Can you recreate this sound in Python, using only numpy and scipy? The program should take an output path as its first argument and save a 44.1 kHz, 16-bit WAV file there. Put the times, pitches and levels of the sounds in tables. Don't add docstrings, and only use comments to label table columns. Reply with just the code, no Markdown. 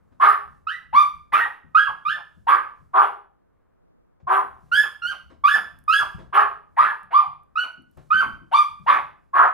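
import sys
import numpy as np
from scipy import signal
from scipy.fft import rfft, irfft, next_fast_len
from scipy.io import wavfile
from scipy.ndimage import uniform_filter1d, minimum_filter1d, map_coordinates

SR = 44100
rng = np.random.default_rng(int(sys.argv[2]) if len(sys.argv) > 2 else 0)


def file_out(sig):
    cols = np.atleast_2d(sig).T
    lim = np.clip(cols, -1, 1)
    pcm = np.round(lim * 32767).astype(np.int16)
    wavfile.write(sys.argv[1], SR, pcm)


def gain_from_db(level_db):
    decades = np.asarray(level_db, float) / 20
    return 10 ** decades


N = 420273

# (time [s], step after [s], voice breaks after [s], first pitch [Hz], top pitch [Hz])
YELPS = [
    (0.667, .013, .112, 1271, 2024),
    (1.746, .021, .1, 1233, 1674),
    (2.049, .033, .101, 1173, 1791),
    (4.714, .012, .115, 1374, 1731),
    (5.017, 0.052, .086, 1390, 1579),
    (5.436, .04, .112, 1120, 1756),
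    (5.877, .05, .112, 1212, 1694),
    (7.554, .02, 0.078, 1257, 1487),
    (8.102, .022, .1, 1214, 1557),
]
# (onset [dB], after the step [dB], at the break [dB], last gasp [dB], duration of the step [s])
YELP_EFFORT = [
    (-19.5, -28, -44, -60, 0.048),
    (-8.5, -11.5, -21, -32, .02),
    (-22.5, -20.5, -26, -51, .03),
    (-18.5, -12.5, -19, -56, .04),
    (-26.5, -28, -27.5, -51, .015),
    (-12.5, -16, -12.5, -46.5, .018),
    (-17, -14, -16.5, -37, .013),
    (-23, -21, -23.5, -59.5, .012),
    (-15, -16, -13.5, -39, .014),
]
# (time [s], climb [s], first pitch [Hz], last pitch [Hz], peak level [dB])
SCOOPS = [
    (0.926, .037, 814, 1176, -11),
    (7.105, .046, 678.6, 716, -14),
    (8.512, .036, 661, 1174, -13),
]
# (time [s], length [s], top pitch [Hz], onset level [dB], middle level [dB])
HOARSE_BARKS = [
    (0.198, 0.16, 1258, -15, -16.5),
    (2.932, 0.15, 1241, -21, -17),
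    (4.268, .155, 1187, -22, -17.5),
    (6.325, .138, 1260, -14, -15.5),
    (9.331, .16, 1210, -18, -15),
]
# (time [s], length [s], top pitch [Hz], onset level [dB], middle level [dB])
SHARP_BARKS = [
    (2.467, .134, 1197, -11, -16.5),
    (8.862, .14, 1210, -11, -16.5),
]
# (time [s], onset peak after [s], crack after [s], squeal [Hz], onset level [dB])
CRACKED_BARKS = [
    (1.319, .021, .078, 1904, -7.5),
    (6.763, .035, .095, 1741, -9),
]
# (mouth resonance [Hz], overtones [dB], facing the camera [dB], left-right [dB])
MUZZLE = [(1120, -26.5, -1, 0.7), (900, -14, -3, -0.5), (1058.5, -17.5, -2, 1.4), (1263, -21.5, -2.5, 0.7),
          (901, -19.5, -6, -0.5), (790, -13, -7, 0.5), (1085, -21.5, -7.5, 0), (950, -32.5, -5, 1.5),
          (980, -36, -5, 1.5), (830, -14.5, 2.5, -0.5), (800, -8.5, -1.5, 0.4), (856, -16, -0.8, 0.2),
          (850, -13.5, 1, 0.5), (1066, -27, -5, 0.5), (1210, -23, -7, 1.5), (1000, -20.5, -8, 0.3),
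          (780, -12, -4.5, 0.9), (920, -20, -5.5, 0.8), (1010, -14, -0.6, 2), (1150, -19, -5, 0.7),
          (1080, -37.5, -6, 1.7)]
# (frequency [Hz], level [dB])
THROAT = [(200, -50), (400, -20.5), (600, -20.5), (850, -3.5), (1150, 2.5), (1800, -6), (3000, 4),
          (3700, -8), (5000, -14), (7000, -27.5), (10000, -23.5), (15500, -38)]
# (multiple of the mouth resonance [1], density [dB per Hz])
RASP = [(.14, -47.5), (.3, -41), (.55, -23.5), (.78, -8.5), (1, -6.5), (1.25, -5), (1.55, -5), (2, -19.5),
        (3.1, -32), (4.6, -49), (7.3, -69.5)]
# (frequency [Hz], density [dB per Hz])
HISS = [(3000, -33.5), (5000, -12.5), (7000, -13), (10000, 1.5), (13000, -2.5), (15600, -15)]
# (time [s], peak level [dB], pitch [Hz])
PAWS = [(0.116, -53.5, 122), (0.239, -42.5, 206), (0.933, -43, 144), (1.325, -46.5, 164.2),
        (1.639, -46, 96.6), (1.883, -48.5, 101.8), (2.076, -47, 89.2), (2.365, -45.5, 96.7),
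        (2.808, -47, 69.7), (4.228, -45, 72.4), (4.43, -53, 161), (4.628, -50, 74.5), (4.729, -42.5, 104.5),
        (5.448, -51, 148.5), (5.576, -49, 154), (6.006, -42, 63), (6.144, -36.5, 86.2),
        (6.429, -47.5, 60.8), (6.8, -48.5, 207), (7.029, -50.5, 83.7), (7.27, -48.5, 69.1),
        (7.776, -47, 156.2), (7.967, -42.5, 76.5), (8.14, -36, 99.7), (8.253, -41.5, 152.6),
        (8.415, -50.5, 152.1), (8.794, -43.5, 82.5), (8.914, -48.5, 117.5), (9.033, -49, 66.6),
        (9.368, -48, 191.9)]
# (time [s], peak level [dB], decay by 60 dB [s])
CLAWS = [
    (0.119, -57, 0.1),
    (3.87, -72.5, 0.1),
    (4.199, -56.5, 0.079),
    (5.299, -47.5, 0.18),
    (6.183, -43.5, 0.22),
    (7.971, -45.5, 0.15),
]
# (time [s], peak level [dB])
TICKS = [
    (5.7886, -55),
    (5.8396, -63),
    (7.0329, -62),
    (7.4344, -70.5),
    (7.8216, -70),
    (7.9129, -65.5),
    (7.9731, -58),
    (8.797, -70),
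]
# (time [s], floor shaking level [dB])
SHUFFLE = [(0.0, -70), (0.9, -65), (1.8, -70), (2.4, -66), (3.05, -69.5), (3.3, -92), (4.15, -86),
           (4.4, -68), (5.2, -66), (6.15, -61.5), (6.6, -72), (7.8, -72.5), (8.12, -64.5), (8.5, -69.5),
           (9.53, -71)]
# (frequency [Hz], density [dB per Hz])
SCUFF = [(120, -33), (200, -6), (528, -9), (1120, -9.5), (1510, -16), (1830, -21), (9000, -47),
         (11700, -87.5), (19800, -120)]
# (frequency [Hz], density [dB per Hz])
BOARDS = [(25, -20.5), (45, -6), (70, -1), (110, -6), (170, -12), (300, -25), (600, -59.5)]
# (frequency [Hz], density [dB per Hz])
FUR = [(600, -30), (2000, -4), (5000, -3), (11000, -6), (15500, -16)]
# (frequency [Hz], density [dB per Hz])
FAN = [
    [(25, -6.5), (60, -1), (90, -10), (400, -13.5), (800, -18), (1150, -14.5), (1600, -20), (2900, -38.5),
     (5000, -48.5), (15000, -48)],
    [(25, -4.5), (170, -3.5), (370, -9), (480, -8.5), (620, -10.5), (2500, -41), (15000, -57)],
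]
FAN_LEVELS = [-72, -65]
# (frequency [Hz], decay by 60 dB [s])
ROOM = [(200, 0.53), (1200, 0.34), (2500, 0.37), (5000, 0.38), (12000, 0.36)]
# (frequency [Hz], gain [1])
APART = [(100, 0.87), (600, 0.18), (2000, 0.24), (5000, 0.52), (10000, 1)]
# (frequency [Hz], left leads by [radians])
LEAD = [(60, -2.4), (200, -1.9), (520, -1.3), (1250, -1.5), (1800, -.5), (2500, -.3), (5000, 0)]
# (frequency [Hz], left-right [dB])
TILT = [(60, 6.5), (150, 8), (350, 10), (700, 4.5), (1300, -4.5), (4400, -3.5), (8000, -7.5), (14000, -4)]

SNAP_S, SNAP_DB = .006, 12
CREEP_HZ_PER_S, CREEP, STEP_REACH = 3300, .33, .86
BREAK_S, GASP_S, SLACK_HZ, ROUGH_PER_DB = .02, .055, 870, 0.04
SCOOP_HELD_S, SCOOP_TO_HZ, SCOOP_FADE_S, SCOOP_FADE_DB = .086, 1211, .07, 23.5
RISE, MIDDLE, LATE, SAG = .17, .42, .69, 0.75
GROWL_DB, GROWL_DB_PER_KHZ, DOUBLING_DB = 0.53, 42, -13
FOCUS, FOCUS_WIDTH_HZ = 0.65, 140
UPPER, UPPER_FOCUS = 1.55, 0.62
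THUD_T60_S = 0.13
CEILING = .8


def dog():
    yelps = [yelp(*row, *effort) for row, effort in zip(YELPS, YELP_EFFORT)]
    clear = yelps + [scoop(*row) for row in SCOOPS]
    sharp = [bark(*row, first_hz=780, rough=0.37) for row in SHARP_BARKS]
    sharp += [cracked(*row) for row in CRACKED_BARKS]
    hoarse = [bark(*row, first_hz=1059.6, rough=0.53) for row in HOARSE_BARKS]
    calls = [(rows, count) for count, group in [(1, clear), (2, sharp), (3, hoarse)] for rows in group]
    out = np.zeros((2, N))
    for (mouth_hz, overtone_db, facing_db, pan_db), (rows, repeat) in zip(MUZZLE, sorted(calls)):
        between_db = GROWL_DB - GROWL_DB_PER_KHZ * (mouth_hz / 1000 - 1) if repeat > 2 else DOUBLING_DB
        call = gain_from_db(-2.0) * voice(mouth_hz, repeat, between_db, overtone_db, facing_db, np.array(rows))
        pan = gain_from_db([[pan_db / 2], [-pan_db / 2]])
        add(out, call * pan, rows[0][0])
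        add(out, room(call) * pan, rows[0][0])
    return out


def yelp(s, step, end, first_hz, top_hz, onset_db, stepped_db, end_db, gasp_db, glide):
    slack = ROUGH_PER_DB * (end_db - gasp_db)
    rise_hz = top_hz - first_hz
    crept_hz = first_hz + min(CREEP_HZ_PER_S * step, CREEP * rise_hz)
    return [(s, first_hz / 1.03, onset_db - SNAP_DB, .02),
            (s + SNAP_S, first_hz, onset_db, .06),
            (s + step, crept_hz, (onset_db + stepped_db) / 2 + 0.2, .04),
            (s + step + glide, first_hz + STEP_REACH * rise_hz, stepped_db, .07),
            (s + end, top_hz, end_db, .07),
            (s + end + BREAK_S, .79 * top_hz, (end_db + gasp_db) / 2 + 1.07, .45 * slack),
            (s + end + GASP_S, SLACK_HZ, gasp_db, slack)]


def scoop(s, climb, first_hz, last_hz, db):
    held = s + SCOOP_HELD_S
    return [(s, first_hz, db - 15.5, .3),
            (s + climb / 2, .6 * first_hz + .4 * SCOOP_TO_HZ, db - 8.5, .33),
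            (s + climb, .955 * SCOOP_TO_HZ, db, .07),
            (held, SCOOP_TO_HZ, db - 3.5, .05),
            (held + 0.39 * SCOOP_FADE_S, 0.33 * SCOOP_TO_HZ + .6 * last_hz, db - 15, .15),
            (held + SCOOP_FADE_S, last_hz, db - SCOOP_FADE_DB, .15)]


def bark(s, length, top_hz, onset_db, middle_db, first_hz, rough):
    return [(s, first_hz, onset_db - 17, .2),
            (s + RISE * length, .92 * top_hz, onset_db, rough),
            (s + MIDDLE * length, .98 * top_hz, middle_db, rough + 0.13),
            (s + LATE * length, .99 * top_hz, middle_db - 8, .75),
            (s + length, SAG * top_hz, middle_db - 21.5, .8)]


def cracked(s, rise, crack, squeal_hz, db):
    return [(s, 780, db - 32, .4),
            (s + .55 * rise, 960, db - 12.5, .55),
            (s + rise, 1180, db, .2),
            (s + rise + .025, 1305, db - 8.5, .4),
            (s + crack, 1340, db - 8.5, .45),
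            (s + crack + .014, squeal_hz, db - 12.5, .13),
            (s + crack + 0.044, .97 * squeal_hz, db - 14.5, .2),
            (s + crack + 0.065, SLACK_HZ, db - 23, .35)]


def voice(mouth_hz, repeat, between_db, overtone_db, facing_db, rows):
    s, pitch, effort_db, rough = rows.T
    t = s[0] + np.arange(SR // 5) / SR
    size, age = len(t), t - s[0]
    pitch = np.interp(t, s, pitch)
    rough = np.clip(np.interp(t, s, rough), 0, 1)
    level = np.interp(t, [*s, s[-1] + .015], [*gain_from_db(effort_db), 0]) * (1 - np.exp(-age / 0.0024)) ** 2
    phase = 2 * np.pi * np.cumsum(pitch) / SR

    k = np.arange(1, 9 * repeat + 1)[:, None] / repeat
    loose = (rough + 0.015) * np.clip(1.7 * k - .3, 0, 1)
    weight_db = along(THROAT, k * pitch) + overtone_db * np.clip(1.752 * k - 1.9, 0, 1)
    weight_db += between_db * (k % 1 > 0)
    weight_db -= 5 * np.clip(k - 1, 0, None) * np.exp(-age / 0.028)
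    weight_db += 6 * np.log10(level / level.max() + 0.037) * np.clip(k - 1, 0, 2)
    sway = np.cos(2.325 * k) * wobble(112, size) + np.sin(2.11 * k) * wobble(69.54, size)
    weight_db += (9 * loose + 1.5 * np.minimum(k, 2)) * np.minimum(sway, 1.1) + 5 * rough * (k < .5)
    jitter = 2.14 * np.minimum(k, 3) * loose * wobble(300, size)
    lines = np.sum(gain_from_db(weight_db) * np.sin(k * phase + jitter), axis=0)

    aspiration = gain_from_db(-32.5) * noise([(900, -30.5), (1600, 3), (3600, -6.0), (5500, -18.5), (9000, -45)], size)
    puffs = 1 + 0.54 * np.sin(phase / repeat)
    rasp = 0.96 * rough ** 1.54 * puffs * noise(np.multiply(RASP, [mouth_hz, 1]), size)
    hiss_level = gain_from_db(-41.5 + 4.0 * wobble(97, size)) * (1 + 1.6 * rough)
    hiss = hiss_level * np.minimum(age / 0.026, 1) ** 0.91 * noise(HISS, size)

    def mouth(hz):
        beam = gain_from_db(facing_db / (1 + (4000 / (hz + 1)) ** 6))
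        first = FOCUS * (repeat > 2) / (1 + ((hz - 1.03 * mouth_hz) / FOCUS_WIDTH_HZ) ** 2)
        second = UPPER_FOCUS * (repeat > 1) / (1 + ((hz - UPPER * mouth_hz) / FOCUS_WIDTH_HZ) ** 2)
        return (1 + first + second) * beam / (1 + (280 / (hz + 1)) ** 4)

    voiced = np.sqrt(np.clip(2 - 1.64 * rough, .1, 2)) * lines
    return filtered(level * (voiced + rasp + aspiration + hiss), mouth)


def feet():
    s, shake_db = np.transpose(SHUFFLE)
    shake_db = np.interp(np.arange(N) / SR, s, shake_db)
    floor = gain_from_db(shake_db + 1 + 5 * wobble(12, N)) * noise(BOARDS, N)
    t = np.arange(SR // 4) / SR
    for s, db, hz in PAWS:
        spectrum = [(hz / 3, -24), (hz * .7, 0), (hz * 2.0, 0), (hz * 3, -22), (1500, -50), (6000, -100)]
        decay = gain_from_db(db + 2.5 - 60 * t / THUD_T60_S)
        add(floor, decay * (1 - np.exp(-t / 0.0056)) * noise(spectrum, len(t)), s)
    for s, db, t60 in CLAWS:
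        decay = gain_from_db(db - 2 - 60 * t / t60)
        add(floor, decay * (1 - np.exp(-t / 0.0027)) * noise(SCUFF, len(t)), s)
    tips = gain_from_db(shake_db - 27 + 7.6 * wobble(7, N)) * noise(FUR, N)
    for s, db in TICKS:
        add(tips, gain_from_db(db + 1.5 - 60 * t / .009) * noise(HISS, len(t)), s)
    return floor + gain_from_db(-0.5) * room(floor)[:, :N] + tips + gain_from_db(-11) * room(tips)[:, :N]


def fan():
    common, opposite = [gain_from_db(db + 2.3 * wobble(4.1, N)) * noise(spectrum, N)
                        for db, spectrum in zip(FAN_LEVELS, FAN)]
    return np.array([common + opposite, common - opposite])


def room(x):
    hz, t, z = signal.stft(rng.standard_normal((2, SR // 2)), SR, nperseg=256)
    z = z * gain_from_db(-60 * t / along(ROOM, hz)[:, None])
    z = z * (1 + 1.15 * np.exp(-t / 0.014))
    z = z * np.array([hz * 0 + 1, along(APART, hz)])[..., None]
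    common, apart = signal.istft(z, SR, nperseg=256)[1]
    tail = np.array([common + apart, common - apart]) / np.linalg.norm(common)
    delayed = np.pad(x, (300, 0))
    return signal.fftconvolve(delayed[None], tail, axes=1)


def along(points, hz):
    f, v = np.transpose(points)
    return np.interp(np.log(hz + 1), np.log(f + 1), v)


def unit(x):
    return x / np.sqrt(np.mean(x ** 2) + 1e-20)


def filtered(x, response):
    m = next_fast_len(x.shape[-1] + 2048)
    spectrum = rfft(x, m) * response(np.fft.rfftfreq(m, 1 / SR))
    return irfft(spectrum, m)[..., :x.shape[-1]]


def noise(spectrum, size):
    return unit(filtered(rng.standard_normal(size), lambda hz: gain_from_db(along(spectrum, hz))))


def wobble(rate, size):
    knots = rng.standard_normal(size // 20 + 4)
    return map_coordinates(knots, [np.arange(size) * rate / SR])


def add(track, x, s):
    part = track[..., round(s * SR):][..., :x.shape[-1]]
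    part += x[..., :part.shape[-1]]


def scene():
    def half(hz):
        return gain_from_db(along(TILT, hz) / 2) * np.exp(.5j * along(LEAD, hz))

    return filtered(dog() + feet(), lambda hz: np.array([half(hz), 1 / half(hz)])) + fan()


def roll_off(x):
    return signal.sosfilt(signal.butter(12, 15700, fs=SR, output="sos"), x)


def record(dry):
    need = np.minimum(1, CEILING / (np.abs(dry).max(axis=0) + 1e-9))
    gain = uniform_filter1d(minimum_filter1d(need, size=441), size=221)
    return roll_off(dry * gain)


dry = scene()
out = record(dry)
file_out(out)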